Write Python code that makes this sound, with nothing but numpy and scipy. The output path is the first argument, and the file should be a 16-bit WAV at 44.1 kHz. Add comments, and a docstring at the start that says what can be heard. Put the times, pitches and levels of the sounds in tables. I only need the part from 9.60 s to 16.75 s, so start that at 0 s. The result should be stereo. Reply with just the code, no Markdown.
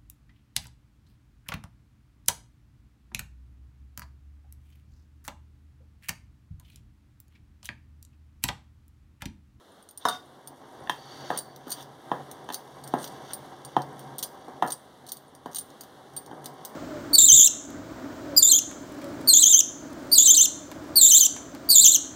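"""Stirring flour in a glass bowl

A small glass dish is set on a stone counter and rings in its free modes. A steel spoon stirs oil into
flour: friction makes a rub and a hiss, and about once a turn the spoon knocks the powder-damped bowl.
Thin bright clinks, likely bangles on the cook's wrist, follow the arm over quiet room noise.
The small kitchen reverberates, and a phone close by hears it all through two ports."""
import sys
import numpy as np
from scipy import signal
from scipy.fft import rfft, irfft
from scipy.io import wavfile
from scipy.ndimage import uniform_filter1d

SR = 44100
rng = np.random.default_rng(int(sys.argv[2]) if len(sys.argv) > 2 else 0)


def write(x):
    x = np.atleast_2d(x).T
    wavfile.write(sys.argv[1], SR, np.round(np.clip(x, -1, 1) * 32767).astype(np.int16))


N = 315315

# spectra of the room noise and its rumble: (frequency [Hz], level [dB])
AIR_SPECTRUM = [(15, -71), (25, -30), (219, -1), (749, -6), (1810, -13), (2430, -17), (3440, -14.5),
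                (7480, -27), (9020, -24.5), (10300, -25), (15000, -33.5)]
RUMBLE_SPECTRUM = [(15, -23), (30, 8.5), (60, -28), (90, -19), (200, -84), (2000, -100)]

# clear touches of the bangles: (time [s], relative level [dB], 9 kHz ring weight [dB],
# sparkle above 12 kHz [dB], 4.6 kHz lift [dB], lean of the 9 kHz pair to its lower mode [dB])
CLINKS = [(0.226, -43, -8, 5.5, 4, 0), (0.2886, -36.5, -3, 2, 4, -2), (0.309, -38, -12, 10, 0, 0),
          (0.375, -27.5, -2, 9, -3, 2), (0.4856, -18.5, -15.5, -2, 4, 3), (0.8737, -29.5, -14, 5, 5, -15),
          (1.775, -15.5, -19, 5, 10, -12), (1.7874, -20, -8, -10, 1, -15), (1.961, -35.5, -24.5, 0, 0, 0),
          (2.081, -36, -20, 4, 0, 0), (2.104, -23, -10, 17, 1, 10), (2.1191, -16.5, -12, 4, 12, 5),
          (2.7135, -30, -15, 0, -10, 5), (2.9241, -27.5, -20, 4, 2, -5), (2.935, -26, -18, 0, 0, -5),
          (2.9438, -16, -23, 1, -4, -10), (3.238, -31, -19, 1, -3, 8), (3.276, -29, -18, 5, -7, 3),
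          (3.4425, -23.5, -38, 1, -5, 0), (3.4755, -29.5, -23, -2, -3, -2), (3.7336, -18, -5.5, 12, 7, -2),
          (4.0494, -28.5, -9, -1, 10, 4), (4.219, -31, -23, -3, 12, -5), (4.3932, -33.5, -15, 1, 0, 7),
          (4.583, -20, -11.5, 13, 4, -9), (4.59, -22.5, -19, 2, -4, 1), (4.627, -15, -27, 0, -8, -12),
          (4.633, -23, -9, 6, 6, -13), (5.1209, -17, -5.5, 3, 5, 5), (5.466, -34.5, -18, 0, 0, 2),
          (5.519, -18, -11.5, 13, 0, -11), (5.5694, -33.5, -13, 1, 14, 10), (5.75, -37.5, -16, -3, -2, 5),
          (5.9471, -20.5, -20, 5, 6, 6), (5.9588, -18.5, -9, 4, 5, 8), (5.9845, -17.5, -6, 9, -6, -4),
          (6.01, -30, -3, 0, -4, 2), (6.103, -41, -36, -10, 0, -2), (6.2088, -26.5, -12, 6, 9, -6),
          (6.235, -37, -23, 0, 0, -2), (6.536, -45, -17, 0, 0, -4), (6.5648, -22.5, -2, 9, 2, 0),
          (6.575, -22.5, 4, 10, 22, 14), (6.6618, -37, -18, -6, -4, 11), (6.8425, -34, -18, 0, 0, -2),
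          (6.8584, -22, -26, 0, -5, 11), (7.0499, -22, -20, 3, -7, 1)]
# the bangles' thin ring: (frequency [Hz], level [dB], t60 [s])
BANGLE_MODES = [(3100, -8, .018), (3500, -9, .02), (4625, -8.5, .085), (4800, -11, .025),
                (5850, -9.5, .035), (8838, -2, .08), (9210, -2.5, .085), (10400, -13, .025),
                (11300, -12, .03), (13300, -11, .03), (14165, -8, .055), (14740, -3, .045),
                (14900, -8, .03)]
# the crack of a hard contact: (frequency [Hz], level [dB])
CRACK_SPECTRUM = [(1800, -42), (2900, -4), (4700, 10.5), (6300, 4.5), (7500, -0.5), (9200, 9),
                  (10500, -2.5), (13000, -3), (14800, 4), (16000, -12)]
# the bangles slide down the wrist: (start [s], end [s], peak level [dB])
JANGLES = [(2.07, 2.117, -32), (2.171, 2.228, -44), (3.366, 3.456, -37.5), (5.064, 5.11, -30.5),
           (5.471, 5.501, -37), (5.911, 5.938, -45), (5.957, 5.971, -30.5)]

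# spectra of the spoon's rub, the powder's hiss and the grit: (frequency [Hz], level [dB])
RUB_SPECTRUM = [(35, -39), (60, 9.5), (108, -13.5), (136, 2), (167, -4.5), (386, -1.5), (496, -4.5),
                (760, -4.5), (797, -4.5), (1060, -6.5), (1430, -18.5), (1620, -14), (2120, -16),
                (2400, -17), (2600, -30), (3380, -76), (5720, -120)]
HISS_SPECTRUM = [(1500, 1), (2800, 1.5), (3500, 2), (4200, -7.5), (4650, 4.5), (5500, -1), (7000, -12),
                 (10000, -21)]
GRIT_SPECTRUM = [(5000, -33), (7500, -4), (9200, -6), (10500, -6), (13000, -18), (14700, -7.5),
                 (16000, -35)]
# how hard the spoon is pushed: (time [s], effort [dB])
EFFORT = [(0.6, -57.5), (0.98, -51), (1.2, -46.5), (1.62, -48), (1.8, -50.5), (2.41, -50.5), (2.71, -47.5),
          (3.17, -47), (3.54, -42.5), (3.72, -47), (3.92, -47), (4.34, -46.5), (4.43, -43.5), (4.6, -47.5),
          (4.98, -48), (5.11, -57), (5.42, -54.5), (6.22, -55.5), (6.87, -46.5), (7.15, -45.5)]
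# the spoon ploughs into dry flour, or the dish drags: (start [s], end [s], hiss level [dB])
PLOUGHS = [(0.384, 0.547, -41.5), (1.3, 1.77, -43), (1.96, 2.216, -46.5), (3.303, 3.463, -44.5),
           (3.535, 3.724, -46), (3.998, 4.18, -56)]
# sliding glass or metal sings: (start [s], end [s], frequency [Hz], bandwidth [Hz], level [dB])
SINGING_SLIDES = [(0.404, 0.445, 3600, 150, -53), (1.24, 1.987, 4580, 80, -49.5),
                  (2.15, 2.247, 3450, 300, -54), (3.369, 3.463, 8750, 1200, -49)]

# the dish lands, rocks and settles: (time [s], relative level [dB], body weight [dB],
# treble weight [dB], clack level [dB], share of edge contact [0-1])
DISH_HITS = [(0.453, -12, -23, -6, 8, 0), (0.476, -32, -25, -31, 15, 0.8), (0.486, -18.5, -51, -0.5, 2, 1)]
# the dish's ring: (frequency [Hz], level [dB], t60 [s], change on edge contact [dB])
DISH_MODES = [(261, 2, .2, 0), (312, -3, .08, 0), (440, 3, .18, 0), (735, 12, .25, -1), (980, -8, .2, 0),
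              (1085, 5, .1, -2), (1140, 6, .24, 0), (1168, -3, .22, 0), (1448, 5, .23, 0),
              (1485, -2, .17, 0), (2105, -6, .1, -4), (2966, -11, .15, -3), (3640, -15, .23, 2),
              (3665, -12, .26, 2), (3698, -9.5, .25, 2), (3715, -4, .045, 5), (4646, -22, .17, 10),
              (5210, -3, .065, -18), (7520, -14, .04, -2), (9631, -10, .08, -1), (11860, -19, .08, 0),
              (15400, -15, .08, 0)]
# the clack of its landing: (frequency [Hz], level [dB])
CLACK_SPECTRUM = [(100, -32), (300, 13), (1100, 23.5), (2200, 1.5), (3000, -6), (5000, -20), (7000, -16),
                  (15000, -12)]

# the spoon knocks the bowl: (time [s], relative level [dB], body weight [dB], hardness [dB],
# relative tick level [dB], ping level [dB], crush share [dB], thud pitch [Hz], body pitch [Hz])
KNOCKS = [(1.273, -31.5, -31, 10, -45, -67, -39, 920, 300),
          (1.296, -13, -23, -6.5, -19.5, -26, -34, 940, 320),
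          (1.703, -15.5, -19, -17.5, -31.5, -41, -13, 824, 300),
          (2.069, -30, 3, -17, -46, -62, -11.5, 840, 300),
          (2.516, -14, -15, -21.5, -37.5, -38, -18, 863, 283),
          (2.889, -26.5, -16, -12, -31, -39.5, -23, 890, 293),
          (2.902, -25, -18, -9.5, -33, -40, -20, 895, 295),
          (3.338, -11, -13, -23.5, -28.5, -57, -19.5, 845, 280),
          (4.166, -8, -15, -23, -32, -31.5, -25.5, 848, 358),
          (4.882, -31.5, -12, -35, -42, -70, -34, 790, 300),
          (5.024, -10, -27, -15.5, -26.5, -34, -16, 854, 345),
          (5.859, -25.5, -9.5, -27, -34.5, -47.5, -15, 885, 296),
          (6.713, -32, -7, -28, -45, -50, -14, 825, 294), (6.73, -30.5, -3, -28, -58, -65, -32, 790, 295)]
# the damped bowl at its usual load of flour: (frequency [Hz], level [dB], t60 [s])
BOWL_MODES = [(140.6, -13, 0.33), (182, -8.5, 0.067), (285, 7.5, 0.016), (402, 3.5, 0.014),
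              (732, -17, 0.081), (823, -15, 0.047), (873, 13.5, 0.01), (1040, -17.5, 0.026),
              (1777, 9.5, 0.015), (2680, 20, 0.006), (3130, -24, 0.0071), (3430, 12, 0.0078),
              (4300, 0, 0.0021)]
# the glass wall struck by bare steel: (frequency [Hz], level [dB], t60 [s])
WALL_MODES = [(2900, -17, 0.024), (3104, 19, 0.023), (3440, -17, 0.022)]
# flour crushed under the spoon: (frequency [Hz], level [dB])
CRUSH_SPECTRUM = [(105, -36), (150, -4.5), (210, -4.5), (350, -5), (550, -2.5), (770, -2.5), (1200, -6.5),
                  (1500, -12), (1800, -7.5), (2300, -23), (5000, -49), (10000, -39.5)]

# the kitchen's reverberation: (frequency [Hz], t60 [s])
ROOM_T60 = [(130, 0.39), (400, 0.31), (1000, 0.2), (4000, 0.26), (14000, 0.3)]
# likeness of the room's sound at the two ports: (frequency [Hz], coherence [0-1])
ROOM_COHERENCE = [(60, 0.6), (200, 1), (500, 0.86), (1000, 0.92), (1750, 0.48), (2300, 1), (3200, 0.8),
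                  (8000, 0), (15000, 0)]
# the phone's stereo widening: (frequency [Hz], extra lag on the right [rad], left minus right [dB])
WIDENING = [(80, 1.34, -0.5), (300, 1.22, 0.5), (760, 0.9, -2.5), (1490, -0.0028, -1.5), (1840, 0.58, -3),
            (2090, 0.19, -2), (4170, 0.48, -0.5), (6850, 0.23, -1.5), (10200, -0.29, 0),
            (12300, 1.25, -3.5)]

PORT_LAG_S, TOP_HZ = .000388, 15700
USUAL_TOUCH_DB, CHATTER_S, CHATTER_SLOPE = -33.5, .0064, .61  # slope: dB of duration per dB of touch
CRACK_S, WRIST_DAMP_S = .0014, .078  # decay time constants
JANGLE_PER_S, JANGLE_RISE_DB = 280, 20
STRAY_PER_S, STRAY_MAX_DB = 2.3, -59.5  # faint chance touches of the bangles
STIR_START_S, STIR_FADE_S, PLOUGH_RELEASE_S = .25, .21, .014
USUAL_EFFORT_DB, RUB_DB, HISS_DB, GRIT_DB = -48.5, -48, -58.5, -68  # the three levels at that effort
THUD_HZ, BODY_HZ = 860, 292  # the bowl's pitches at its usual load


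def undb(db):
    """Amplitude ratio of a level in decibels."""
    return 10 ** (np.asarray(db) / 20)


def unit(x):
    """Normalisation to an rms of 1."""
    return x / np.sqrt(np.mean(x ** 2))


def on_log(hz, points):
    """Interpolation of (frequency, value) points on a log-frequency axis."""
    f, value = np.transpose(points)
    return np.interp(np.log(np.maximum(hz, 1)), np.log(f), value)


def freqs(x):
    """Frequencies of the Fourier bins of x."""
    return np.fft.rfftfreq(x.shape[-1], 1 / SR)


def colour(x, spectrum):
    """Zero-phase filtering by a (frequency, level) spectrum."""
    return irfft(rfft(x) * undb(on_log(freqs(x), spectrum)), x.shape[-1])


def wander(per_s):
    """Random modulation with a standard deviation near 1."""
    position = np.arange(N) / SR * per_s
    return 1.2 * np.interp(position, np.arange(2000), rng.standard_normal(2000))


def add(track, s, sound):
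    """Superposition of a sound on the track at time s."""
    i = max(int(s * SR), 0)
    track[i:i + len(sound)] += sound[:N - i]


def at_peak(x, db):
    """Normalisation of the loudest 4 ms to an rms level."""
    return x * undb(db) / np.sqrt(uniform_filter1d(x ** 2, size=176, mode="constant").max())


def bell(x, hz, width_hz, db):
    """Second-order resonance: a bell-shaped boost or dip."""
    w, a = 2 * np.pi * hz / SR, undb(db / 2)
    q = np.sin(w) * width_hz / hz / 2
    return signal.lfilter([1 + q * a, -2 * np.cos(w), 1 - q * a],
                          [1 + q / a, -2 * np.cos(w), 1 - q / a], x)


def tint(x, low_hz, high_hz, db):
    """Band emphasis centred on the geometric mean of the edges."""
    return bell(x, np.sqrt(low_hz * high_hz), high_hz - low_hz, db)


def partials(modes, t, scatter_db, detune):
    """Free vibration: one damped sine a mode, scattered in level and pitch at each blow."""
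    hz, db, t60 = np.transpose(modes)[:, :, None]
    weight, shift = rng.standard_normal((2, len(modes), 1))
    envelope = undb(db + scatter_db * weight - 60 * t / t60)
    return envelope * np.sin(2 * np.pi * hz * (1 + detune * shift) * t)


def diffuse(size):
    """Diffuse field: noise from all sides is only partly coherent at the two ports."""
    mid, side = rng.standard_normal((2, size))
    coherence = np.clip(on_log(freqs(mid), ROOM_COHERENCE), 0, 1)
    mid = irfft(rfft(mid) * np.sqrt(1 + coherence), size)
    side = irfft(rfft(side) * np.sqrt(1 - coherence), size)
    return np.array([mid + side, mid - side]) / np.sqrt(2)


def kitchen(x, wet_db, early_db, early_s, pan_db):
    """Reverberation: direct sound, early reflections off counter and wall, then an exponential tail."""
    t = np.arange(SR // 2) / SR
    noise, tail = diffuse(len(t)), 0
    for k, (_, t60) in enumerate(ROOM_T60):
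        band = on_log(freqs(t), [(row[0], j == k) for j, row in enumerate(ROOM_T60)])
        tail = tail + irfft(rfft(noise) * band, len(t)) * undb(-60 * t / t60)
    early = noise * np.exp(-t / early_s)
    onset = np.clip(t / .002 - 1, 0, 1)
    echoes = (undb(wet_db) * tail + undb(early_db) * early) * onset / np.sqrt(.02 * SR)
    direct = x * undb([[pan_db / 2], [-pan_db / 2]])
    return direct + signal.fftconvolve(x[None], echoes, axes=1)[:, :N]


def room_noise():
    """Ambient field: quiet diffuse noise, wavering in level, over a low rumble."""
    rumble = unit(colour(diffuse(N), RUMBLE_SPECTRUM)) * signal.windows.tukey(N, .03)
    air = unit(colour(diffuse(N), AIR_SPECTRUM))
    return air * undb(-56 + 3.7 * wander(per_s=5.2)) + undb(-37.5) * rumble


def rim_contacts(contacts, t, ring_db, ping_db=0, lean_db=0):
    """Impulse excitation: each contact of the rims cracks and drives modes that the wrist damps."""
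    pulse_power = np.exp(-2 * t / CRACK_S) * (1 - np.exp(-t / .00045))
    force = np.sqrt(np.abs(signal.fftconvolve(contacts ** 2, pulse_power)))
    crack = force * unit(colour(rng.standard_normal(SR // 2), CRACK_SPECTRUM))[:len(force)]
    damp_s = WRIST_DAMP_S * undb(2 * rng.standard_normal())
    weights = [(3500, 0), (4625, ping_db), (4800, 0), (5850, 0),
               (8838, lean_db / 2), (9210, -lean_db / 2), (10400, 0)]
    modes = [(hz, db + on_log(hz, weights), t60) for hz, db, t60 in BANGLE_MODES]
    free = partials(modes, t, scatter_db=1.5, detune=.0025) * np.exp(-t / damp_s)
    driven = signal.fftconvolve(contacts[None], free, axes=1)
    # the contacts' energies add up in each mode
    share = np.sqrt(np.sum(contacts ** 2) * np.sum(free ** 2, axis=1) / np.sum(driven ** 2, axis=1))
    sound = undb(14) * crack + undb(-.5) * (share @ driven)
    sound = tint(sound, 3000, 6500, db=-3)
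    return tint(sound, 8500, 9700, db=.94 * (ring_db + 13.5))


def clink(db, ring_db, sparkle_db, t, ping_db=0, lean_db=0):
    """Rebound: the rims touch and re-touch; a light touch is one dry tick, a hard one chatters."""
    chatter_s = min(CHATTER_S * undb(CHATTER_SLOPE * (db - USUAL_TOUCH_DB)), .05)
    contacts = np.zeros(len(t))
    contacts[0] = 1
    for when, size in rng.random((5, 2)):
        contacts[int(when * chatter_s * SR)] += .8 * size * np.exp(-when)
    sound = rim_contacts(contacts, t, ring_db, ping_db, lean_db)
    return at_peak(tint(sound, 12500, 16500, sparkle_db), db)


def jangle(length_s, t):
    """Sliding contact: a rasp of small uneven impacts, louder as the bangles gather speed."""
    progress = np.linspace(0, 1, int(length_s * SR))
    contacts = np.zeros(len(progress))
    for when, size in rng.random((200, 2))[:int(length_s * JANGLE_PER_S)]:
        contacts[int(when * len(progress))] = undb(-17 * size)
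    return rim_contacts(contacts * undb(JANGLE_RISE_DB * (progress - 1)), t, ring_db=-19.5)


def bangles():
    """Colliding rings: they clink as the arm turns, jangle as they slide and touch faintly between."""
    out, t = np.zeros(N), np.arange(SR // 8) / SR
    for s, db, ring_db, sparkle_db, ping_db, lean_db in CLINKS:
        add(out, s, clink(db - 8.5, ring_db, sparkle_db, t, ping_db, lean_db))
    for start, end, db in JANGLES:
        add(out, start, at_peak(jangle(end - start, t), db))
    for k, (when, softness) in enumerate(rng.random((int(STRAY_PER_S * N / SR), 2))):
        stray = clink(STRAY_MAX_DB - 9 * softness, ring_db=4, sparkle_db=-3, t=t)
        add(out, (k + when) / STRAY_PER_S, stray)
    return kitchen(out, wet_db=-15, early_db=-1, early_s=.009, pan_db=3.5)


def friction(spectrum, grain_db, flutter_db):
    """Stick-slip friction: countless tiny slips of uneven size, coming in quick surges."""
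    slips = rng.standard_normal(N) * undb(grain_db * wander(per_s=260))
    surges = undb(flutter_db * wander(per_s=28))
    return unit(colour(slips * surges, spectrum))


def stirring():
    """Friction noise grows with effort: the spoon rubs, powder hisses, grit catches on the glass."""
    t = np.arange(N) / SR
    push_db = np.interp(t, *np.transpose(EFFORT)) - USUAL_EFFORT_DB
    plough = ploughing(t)
    fade_in = np.clip((t - STIR_START_S) / STIR_FADE_S, 0, 1)
    rub = friction(RUB_SPECTRUM, grain_db=0, flutter_db=1.9) * fade_in * undb(RUB_DB + .95 * push_db)
    rub = bell(rub, hz=127, width_hz=30, db=4.4)  # the bowl's low boom on the counter
    rub = bell(rub, hz=753.3, width_hz=25.5, db=7.9)  # its lowest wall mode
    rub = bell(rub, hz=1594, width_hz=44, db=2.2)  # and the next one
    hiss_gain = np.hypot(fade_in * undb(HISS_DB + 1.15 * push_db), plough)
    hiss = friction(HISS_SPECTRUM, grain_db=2, flutter_db=.8) * hiss_gain
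    hiss = bell(hiss, hz=4590, width_hz=85, db=2.5)  # powder keeps the spoon's blade faintly ringing
    grit_gain = np.hypot(fade_in * undb(GRIT_DB + push_db), undb(-18.5) * plough)
    grit = friction(GRIT_SPECTRUM, grain_db=4, flutter_db=-1) * grit_gain
    return kitchen(rub + hiss + singing() + grit, wet_db=-7, early_db=-40, early_s=.0072, pan_db=.5)


def ploughing(t):
    """Loading and release: the hiss envelope swells as flour piles up, and dies as the spoon breaks free."""
    gain = np.zeros(N)
    for start, end, db in PLOUGHS:
        swell = np.clip((t - start) / (end - start), 0, 1)
        release = np.exp(-np.maximum(t - end, 0) / PLOUGH_RELEASE_S)
        gain += undb(db) * swell * release
    return gain


def singing():
    """Friction-driven resonance: rubbing feeds a single mode for a moment, so it swells and fades."""
    out = np.zeros(N)
    for start, end, hz, width_hz, db in SINGING_SLIDES:
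        size = int((end - start) * SR)
        resonator = signal.iirpeak(hz, hz / width_hz, fs=SR)
        tone = unit(signal.lfilter(*resonator, rng.standard_normal(N))[:size])
        add(out, start, undb(db) * tone * np.sin(np.linspace(0, np.pi, size)))
    return out


def dish():
    """Hard impact: bare glass on stone gives a short clack, then rings in its free modes."""
    out, t = np.zeros(N), np.arange(SR // 2) / SR
    clack_decay = np.exp(-t / .011) + np.exp(-t / .004)
    for s, db, body_db, treble_db, clack_db, edge in DISH_HITS:
        modes = [(hz, gain + edge * edge_db, t60) for hz, gain, t60, edge_db in DISH_MODES]
        clack = colour(rng.standard_normal(len(t)), CLACK_SPECTRUM) * clack_decay
        ring = partials(modes, t, scatter_db=.7, detune=.0005).sum(axis=0)
        sound = tint(ring + undb(clack_db) * clack, 210, 470, db=.5 * (body_db + 18))
        sound = tint(sound, 3000, 12000, db=treble_db + 18.5)
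        add(out, s, at_peak(sound, db - 3.5))
    return kitchen(out, wet_db=-4, early_db=-10, early_s=.0046, pan_db=3)


def bowl_knocks():
    """Damping and mass loading: flour deadens and retunes each thud; powder crushes, bare steel ticks."""
    out, t = np.zeros(N), np.arange(SR // 4) / SR
    bass_cut = signal.butter(4, 178, "high", fs=SR)  # the thud carries little deep bass
    for s, db, body_db, hard_db, tick_db, ping_db, crush_db, thud_hz, body_hz in KNOCKS:
        contact = [(150, .5 * body_db + 5.5), (300, body_db + 12.5), (700, 0), (1100, 0),
                   (1800, hard_db + 6.5), (3000, hard_db - .5)]
        body_ratio, thud_ratio = body_hz / BODY_HZ, thud_hz / THUD_HZ
        load = [(190, 1), (280, body_ratio), (430, body_ratio), (760, 1),
                (850, thud_ratio), (1100, thud_ratio), (1700, 1)]
        modes = [(hz * on_log(hz, load), gain + on_log(hz, contact), t60) for hz, gain, t60 in BOWL_MODES]
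        thud = partials(modes, t, scatter_db=1.2, detune=.01).sum(axis=0)
        thud = signal.lfilter(*bass_cut, thud * (1 - np.exp(-t / .0017)))
        crush = unit(colour(rng.standard_normal(len(t)), CRUSH_SPECTRUM))
        crush *= np.exp(-t / .041) * (1 - np.exp(-t / .00034))
        crack = colour(rng.standard_normal(len(t)), CRACK_SPECTRUM)
        tick = tint(crack, 3000, 6500, db=1) * np.exp(-t / .0046)
        ping = partials(WALL_MODES, t, scatter_db=2, detune=.01).sum(axis=0)
        steel = at_peak(tick, tick_db - 13.5) + at_peak(ping, ping_db)
        add(out, s, at_peak(thud, db - 4) + undb(db + crush_db) * crush + steel)
    return kitchen(out, wet_db=-8.5, early_db=-17, early_s=.023, pan_db=3)


def scene():
    """Superposition: the pressures of all sources add at each port."""
    return dish() + bowl_knocks() + bangles() + stirring() + room_noise()


def record(dry):
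    """Phase widening: the phone delays and inverts its right channel, then limits the band of both."""
    hz = freqs(dry)
    turn, balance_db = (on_log(hz, np.array(WIDENING)[:, [0, k]]) for k in (1, 2))
    phase = 2 * np.pi * hz * PORT_LAG_S - np.pi + turn
    response = np.array([undb(balance_db / 2), undb(-balance_db / 2) * np.exp(-1j * phase)])
    wide = irfft(rfft(dry) * response, N)
    wide = bell(wide, hz=2500, width_hz=200, db=-1.6)
    wide = signal.sosfilt(signal.butter(4, 112, "high", fs=SR, output="sos"), wide)
    return signal.sosfilt(signal.ellip(8, .2, 70, TOP_HZ, fs=SR, output="sos"), wide)


dry = scene()
out = record(dry)
write(out)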